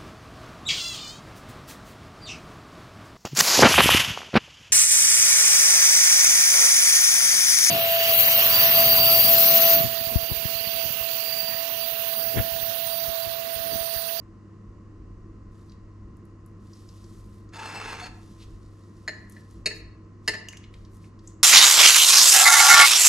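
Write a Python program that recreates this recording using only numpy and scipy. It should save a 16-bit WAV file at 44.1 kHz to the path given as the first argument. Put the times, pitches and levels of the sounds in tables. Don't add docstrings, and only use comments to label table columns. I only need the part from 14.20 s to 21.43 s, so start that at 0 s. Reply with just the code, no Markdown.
import sys
import numpy as np
from scipy import signal
from scipy.fft import rfft, irfft, next_fast_len
from scipy.io import wavfile

SR = 44100
rng = np.random.default_rng(int(sys.argv[2]) if len(sys.argv) > 2 else 0)


def transcribe(signal):
    frames = np.atleast_2d(signal).T
    limited = np.clip(frames, -1, 1)
    pcm = np.round(limited * 32767).astype(np.int16)
    wavfile.write(sys.argv[1], SR, pcm)


N = 318843
TIME = np.arange(N) / SR
RING = TIME[:SR // 2]
TICK_T60_S = .035


def amp(db):
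    return 10 ** (np.asarray(db) / 20)


def evened(x):
    return x / np.sqrt(np.mean(x ** 2) + 1e-20)


def sized(x, span):
    return x / np.sqrt(np.sum(x ** 2) / (span * SR) + 1e-20)


def read(points, hz):
    f, value = np.transpose(points)
    return np.interp(np.log(hz + 1), np.log(f + 1), value)


def coloured(x, gain):
    size = next_fast_len(x.shape[-1], True)
    spectrum = rfft(x, size) * gain(np.fft.rfftfreq(size, 1 / SR))
    return irfft(spectrum, size)[..., :x.shape[-1]]


def low_pass(x, corner_hz, order):
    return coloured(x, lambda hz: 1 / (1 + (hz / corner_hz) ** order))


def hill(centre_hz, octaves):
    def gain(hz):
        away = np.log2((hz + 1) / centre_hz) / (2 * octaves)
        return 1 / (1 + away ** 2 + away ** 4 / 2) ** 2
    return gain


def wander(rate):
    coarse = TIME[::64]
    hz = np.fft.rfftfreq(len(coarse), coarse[1])
    noise = rng.standard_normal(len(coarse))
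    slow = irfft(rfft(noise) / (1 + (hz / rate) ** 4), len(coarse))
    return np.interp(TIME, coarse, evened(slow))


def grains(per_s, spread_db):
    size = amp(spread_db * np.minimum(rng.exponential(1, N), 4))
    return evened(size * rng.standard_normal(N) * (rng.random(N) < per_s / SR))


def arch(start, length):
    return np.sin(np.pi * np.clip((TIME - start) / length, 0, 1))


def push(start, length, attack, release):
    rise = np.clip((TIME - start) / attack, 0, 1)
    fall = np.clip(1 - (TIME - start - length) / release, 0, 1)
    return rise * fall


def add(mix, s, sound, pan_db=0):
    part = mix[:, round(s * SR):][:, :len(sound)]
    part += amp([[pan_db / 2], [-pan_db / 2]]) * sound[:part.shape[1]]


def echoed(x):
    # delay in seconds, gain.
    reflections = [(.0041, 1.29), (.0058, 0.15), (.0087, 0.58), (0.0135, .25), (0.0154, 0.6)]
    return x + sum(gain * np.pad(x, (round(delay * SR), 0))[:len(x)] for delay, gain in reflections)


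def decay(t60):
    return np.exp(-np.log(1000) * RING / t60)


def mode(hz, t60):
    swell = 1 - np.exp(-RING / 0.0002)
    return swell * np.sin(2 * np.pi * (hz * RING + rng.random())) * decay(t60)


def burst(centre_hz, octaves, t60):
    return coloured(rng.standard_normal(len(RING)), hill(centre_hz, octaves)) * amp(-60 * RING / t60)


def blows():
    # start in seconds, spot struck, force in dB, highest Hz the contact drives,
    # crack level in dB, crack centre in Hz, counter thump in dB, left over right in dB.
    strikes = [(4.878, 0, 2, 14000, -56, 2370, -48, 1.5), (5.1644, 0, -18, 2417, -78, 2180, -72.5, 2),
               (5.4587, 1, 1, 18000, -39.5, 2720, -38, 1), (5.5070, 2, -17.5, 2760, -65, 2250, -47, 4),
               (6.0775, 2, 1.5, 15100, -35, 3000, -36, 0.5), (6.138, 0, -4, 3000, -47.5, 2110, -48.5, 2.5)]
    # Hz, t60 of the damping by the steel in seconds,
    # level in dB when struck at spot 0, at spot 1, at spot 2.
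    plate_modes = [(611, 0.06, -47, -44, -45), (894, 0.06, -61, -56, -42), (1677, 0.06, -48, -42, -42),
                   (1787, 0.06, -37, -41, -27), (1908, 0.06, -37, -42, -34), (1992, 0.06, -44, -43, -29),
                   (2070, 0.06, -49, -46, -34), (2223, 0.06, -53, -40, -47), (2541, 0.06, -61, -40, -44),
                   (2608, 0.06, -67, -39, -55), (2689, 0.06, -61, -40, -42), (2762, 0.06, -59, -40, -40),
                   (2834, 0.06, -54, -41, -40), (2947, 0.06, -55, -47, -40), (3846, 0.06, -55, -38, -43),
                   (3957, 0.06, -54, -43, -47), (4091, 0.06, -54, -53, -41), (4212, 0.06, -43, -39, -37),
                   (4395, 0.06, -46, -27, -34), (4527, 0.06, -61, -39, -49), (4710, 0.06, -61, -44, -41),
                   (5041, 0.06, -50, -41, -32), (6611, 0.05, -56, -45, -52), (6767, 0.05, -54, -49, -43),
                   (6961, 0.05, -56, -42, -45), (7192, 0.05, -61, -53, -46), (8506, 0.05, -74, -45, -49),
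                   (8834, 0.05, -66, -57, -45), (10785, 0.05, -72, -50, -54), (11189, 0.05, -62, -53, -56)]
    # Hz, t60 in seconds, relative level in dB.
    counter_modes = [(188.7, 0.11, 1), (316.5, 0.11, 2), (384, 0.12, -2.5), (421.6, 0.18, 2.5),
                     (464, 0.14, 1.5), (714, .12, -22), (1337, .15, -9.5)]
    shimmer_db = -12.5
    out = np.zeros((2, N))
    for s, spot, force_db, hard_hz, crack_db, crack_hz, thump_db, pan_db in strikes:
        ring = 0
        for hz, t60, *spot_db in plate_modes:
            free_t60 = 0.29 * (2000 / max(hz, 2000)) ** .6
            damping = amp(-28.0) + decay(t60)
            weight = amp(force_db + spot_db[spot]) / np.sqrt(1 + (hz / hard_hz) ** 4)
            ring = ring + weight * sized(echoed(mode(hz, free_t60) * damping), span=0.022)
        crack = sized(echoed(burst(crack_hz, octaves=0.98, t60=.016)), span=0.037)
        shimmer = amp(shimmer_db) * sized(burst(3500, octaves=.9, t60=0.21), span=0.023)
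        rocking = sum(amp(db) * mode(hz, t60) for hz, t60, db in counter_modes)
        thump = sized(rocking * (1 - np.exp(-RING / 0.011)), span=0.025)
        add(out, s, ring + amp(crack_db) * (crack + shimmer) + amp(thump_db) * thump, pan_db)
    return out


def cutlery():
    # Hz, relative level in dB, t60 in seconds.
    tine_modes = [(2850, 10, 0.026), (3040, -14, .035), (6020, -2, 0.037), (6260, -1.5, .045),
                  (6720, 1, 0.033), (7600, -10, 0.045), (8450, -19, 0.046), (11840, -11, 0.022)]
    # start in seconds, ringing tines in dB, contact click in dB.
    tings = [(6.2860, -39.5, -49), (6.328, -66, -55), (6.371, -51, -52)]
    # start in seconds, level in dB, centre in Hz, width in octaves.
    ticks = [(1.4961, -64, 4670, .24), (1.5192, -63.5, 3930, 0.51), (2.533, -59, 5240, 0.23),
             (2.689, -59, 5010, 0.33), (2.7809, -70, 4330, 0.24), (2.842, -62.5, 4720, 0.38),
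             (3.2904, -69, 5270, 0.41), (6.3326, -49.5, 2050, 0.25), (6.4403, -58.5, 2740, 0.33),
             (6.5397, -57, 2450, 0.73), (6.65, -64, 4380, 0.32), (6.8417, -63, 2330, .26),
             (6.991, -65.5, 4550, 0.41), (7.0741, -50, 6880, 0.18)]
    # start in seconds, length in seconds, centre in Hz, level in dB.
    slides = [(1.468, 0.064, 4200, -75), (4.186, 0.07, 3620, -56), (6.432, 0.021, 3200, -57)]
    out = np.zeros((2, N))
    for s, tines_db, click_db in tings:
        tines = sized(sum(amp(mode_db) * mode(hz, t60) for hz, mode_db, t60 in tine_modes), span=0.013)
        click = sized(burst(5260, octaves=0.51, t60=0.031), span=0.013)
        add(out, s, amp(tines_db) * tines + amp(click_db) * click)
    for s, db, centre_hz, octaves in ticks:
        add(out, s, amp(db) * sized(burst(centre_hz, octaves, TICK_T60_S), span=0.021), pan_db=1.0)
    slips = grains(per_s=3000, spread_db=1.5)
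    for s, length, centre_hz, db in slides:
        out += amp(db) * arch(s, length) * evened(coloured(slips, hill(centre_hz, octaves=0.58)))
    return out


def food():
    # start in seconds, length in seconds, squish in dB, wet fizz in dB; both are trimmed below.
    strokes = [(1.28, 0.2, -67.5, -73), (2.355, 0.46, -60, -67.5), (2.815, 0.33, -66, -63.5),
               (3.837, 0.37, -59.5, -76), (4.14, 0.76, -65, -78), (5.066, 0.14, -60.5, -72),
               (5.242, 0.14, -63, -75.5), (5.52, 0.068, -74, -60), (6.02, 0.097, -60.5, -85.5),
               (6.49, 0.15, -66.5, -86), (6.688, 0.076, -75, -60.5), (6.78, 0.086, -61.5, -78),
               (6.998, .11, -64.5, -79)]
    # start in seconds, level in dB, centre in Hz.
    pops = [(1.9683, -75, 8500), (2.0526, -73.5, 9800), (2.261, -66, 11300), (5.0977, -56, 11300),
            (5.1219, -61, 8000), (5.3104, -68, 7000), (5.3363, -76, 10020)]
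    rise_share, fall_share = .45, 0.49
    stray_per_s, stray_db, stray_hz = 7, -5, 5000
    squish, fizz = np.zeros((2, N))
    for start, length, squish_db, fizz_db in strokes:
        pressure = push(start, length, rise_share * length, fall_share * length)
        squish += amp(squish_db) * pressure
        fizz += amp(fizz_db) * pressure
    smear = evened(coloured(grains(per_s=6600, spread_db=-0.5), hill(4600, octaves=0.79)))
    films = evened(coloured(grains(per_s=1300, spread_db=2.5), hill(6800, octaves=1.0)))
    touches = squish * rng.uniform(.4, 1, N) * (rng.random(N) < stray_per_s / SR)
    tick = sized(burst(stray_hz, octaves=.45, t60=TICK_T60_S), span=0.013)
    strays = signal.oaconvolve(touches, tick)[:N]
    unevenness = amp(1.2 * wander(rate=15))
    wet = unevenness * (amp(-7) * squish * smear + amp(-8.5) * fizz * films)
    out = (wet + amp(stray_db) * strays) * np.ones((2, 1))
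    for s, db, centre_hz in pops:
        add(out, s, amp(db) * sized(burst(centre_hz, octaves=.55, t60=.02), span=0.017), pan_db=3.5)
    return out


def turning():
    # start in seconds, length in seconds, level in dB before it sags.
    shoves = [(3.314, 0.37, -38.5), (3.577, 0.24, -38), (3.783, 0.073, -42)]
    # Hz, relative level in dB.
    grind_colour = [(150, -40), (250, -29), (448, -1), (620, -16.5), (888, -20), (1040, -4), (1320, -3.5),
                    (2660, -7.5), (3160, -14), (4300, -20.5), (5650, -17.5), (9610, -36.5), (15000, -72)]
    # Hz, least width in Hz, relative level in dB.
    grind_peaks = [(328, 23, -4), (732, 18, -4), (894, 77, 0), (1320, 26, -1), (1650, 48, -3),
                   (2650, 50, -4), (3550, 160, -10), (3950, 47, -16), (4200, 17, -8), (4390, 41, -6),
                   (4710, 56, -15), (5070, 65, -9), (6140, 68, -13), (6670, 150, -15), (7880, 89, -15),
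                   (9290, 88, -17), (10700, 29, -27), (11800, 61, -30)]
    # start in seconds, length in seconds, Hz, level in dB.
    catches = [(3.349, 0.13, 897, -40), (3.6, 0.087, 1320, -51), (3.808, 0.048, 732, -41.5),
               (3.809, 0.068, 4400, -43)]
    attack_s, release_s = 0.024, 0.047
    sag_db_per_s = 17
    start_s = 0.083
    grit_db = -7
    efforts = []
    for s, length, db in shoves:
        sagging_db = db - sag_db_per_s * np.maximum(TIME - s, 0)
        efforts.append(push(s, length, attack_s, release_s) * amp(sagging_db))
    effort = np.max(efforts, axis=0)
    speed = np.clip((TIME - shoves[0][0]) / start_s, 0, 1)
    jerks = grains(per_s=5000, spread_db=0.0) * amp(1.64 * wander(rate=28))
    broad = evened(coloured(jerks, lambda hz: amp(read(grind_colour, hz))))
    sharp = 0
    for k in range(3):
        def resonances(hz):
            return sum(amp(db) / (1 + 2j * (hz - f) / max(width, .012 * f))
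                       for f, width, db in grind_peaks[k::3])
        sharp = sharp + coloured(jerks, resonances) * amp(3.3 * wander(rate=9.5))
    rub = evened(broad + amp(-2.0) * evened(sharp))
    body = low_pass(rub, 3000, order=8)
    grit = low_pass(rub - body, 13000, order=8)
    out = effort * speed * (evened(body) + amp(grit_db) * evened(grit))
    for start, length, hz, db in catches:
        song = np.sin(2 * np.pi * hz * TIME + 1.0 * wander(rate=47))
        out += amp(db) * arch(start, length) * song
    return out * amp([[.1], [-.1]])


def room(x, likeness):
    # Hz, t60 in seconds.
    room_t60 = [(200, 0.28), (800, 0.68), (2000, 0.57), (4500, 0.42), (8000, 0.36), (14000, 0.18)]
    taps = rng.choice([-1., 1.], (3, SR)) * (rng.random((3, SR)) < 4000 / SR)
    pair = np.sqrt(likeness) * taps[0] + np.sqrt(1 - likeness) * taps[1:]
    hz, t, z = signal.stft(pair, SR, nperseg=256)
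    tail = signal.istft(z * amp(-60 * t / read(room_t60, hz)[:, None]), SR, nperseg=256)[1]
    tail = np.pad(tail, ((0, 0), (round(.008 * SR), 0)))
    return signal.fftconvolve(x, tail / np.linalg.norm(tail[0]), axes=1)[:, :N]


def noise_pair(spectrum):
    # Hz, shared part of the power from 0 to 1.
    noise_likeness = [(60, .99), (130, .96), (290, .88), (640, .7), (1400, .57), (3100, .45), (7000, .6),
                      (15000, .45)]
    shared, left, right = rng.standard_normal((3, N))
    common = coloured(shared, lambda hz: np.sqrt(read(noise_likeness, hz)))
    separate = coloured(np.array([left, right]), lambda hz: np.sqrt(1 - read(noise_likeness, hz)))
    return evened(coloured(common + separate, lambda hz: amp(read(spectrum, hz))))


def kitchen():
    # Hz, rms level in dB.
    hum_tones = [(99.9, -49), (199.8, -66), (328, -62), (458, -70), (1033, -69.5), (1082, -74.5),
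                 (1278, -79), (1916, -83)]
    # Hz, relative level in dB.
    rumble_colour = [(15, -13), (24, -7), (30, 2), (39, 1), (57, 1.5), (80, -5.5), (130, -9.5), (210, -4.5),
                     (270, -13), (325, -5.5), (400, -17), (520, -28.5), (700, -60), (1500, -86.5)]
    # Hz, relative level in dB.
    air_colour = [(290, -32), (500, -7), (847, -17.5), (1050, -7), (1140, -9), (1300, -13), (1630, -20),
                  (1880, -17), (2430, -27.5), (2800, -24), (3270, -33.5), (4600, -29), (6860, -31),
                  (15000, -61)]
    hum = 0
    for hz, db in hum_tones:
        level = np.sqrt(2) * amp(db + 0.29 * wander(rate=9))
        waver = 0.011 * np.sqrt(hz) * wander(rate=2.2)
        hum = hum + level * np.sin(2 * np.pi * hz * TIME + waver)
    rumble = amp(-48.0) * noise_pair(rumble_colour) * amp(0.83 * wander(rate=4.9))
    deep = low_pass(rumble, 72, order=10)
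    swell = amp(-52.5 + 3.5 * wander(rate=2.5))
    return hum + rumble - deep + swell * evened(deep) + amp(-63.5) * noise_pair(air_colour)


def scene():
    struck, grind, small = blows(), turning(), cutlery() + food()
    tail = room(amp(-10.5) * struck + amp(-10) * grind + amp(-8.5) * small, likeness=0.38)
    return struck + grind + small + tail + kitchen()


def record(dry):
    # Hz, radians.
    left_lead = [(50, -.03), (300, -0), (1000, -0.6), (2600, -0.64), (4100, -1), (6000, -0.5), (12000, 0)]
    # Hz, dB.
    left_lean = [(200, 0), (650, 1.5), (1200, -.3), (4400, -.3), (8000, .3), (14000, -.5)]
    side = np.array([[.5], [-.5]])

    def port(hz):
        return amp(side * read(left_lean, hz)) * np.exp(1j * side * read(left_lead, hz))
    ports = coloured(dry, port)
    soft = coloured(ports, lambda hz: 1 / np.sqrt(1 + (hz / 13000) ** 20))
    band_limit = signal.firwin(511, 15400, window=("kaiser", 9), fs=SR)
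    return signal.oaconvolve(soft, band_limit[None], "same")


dry = scene()
out = record(dry)
transcribe(out)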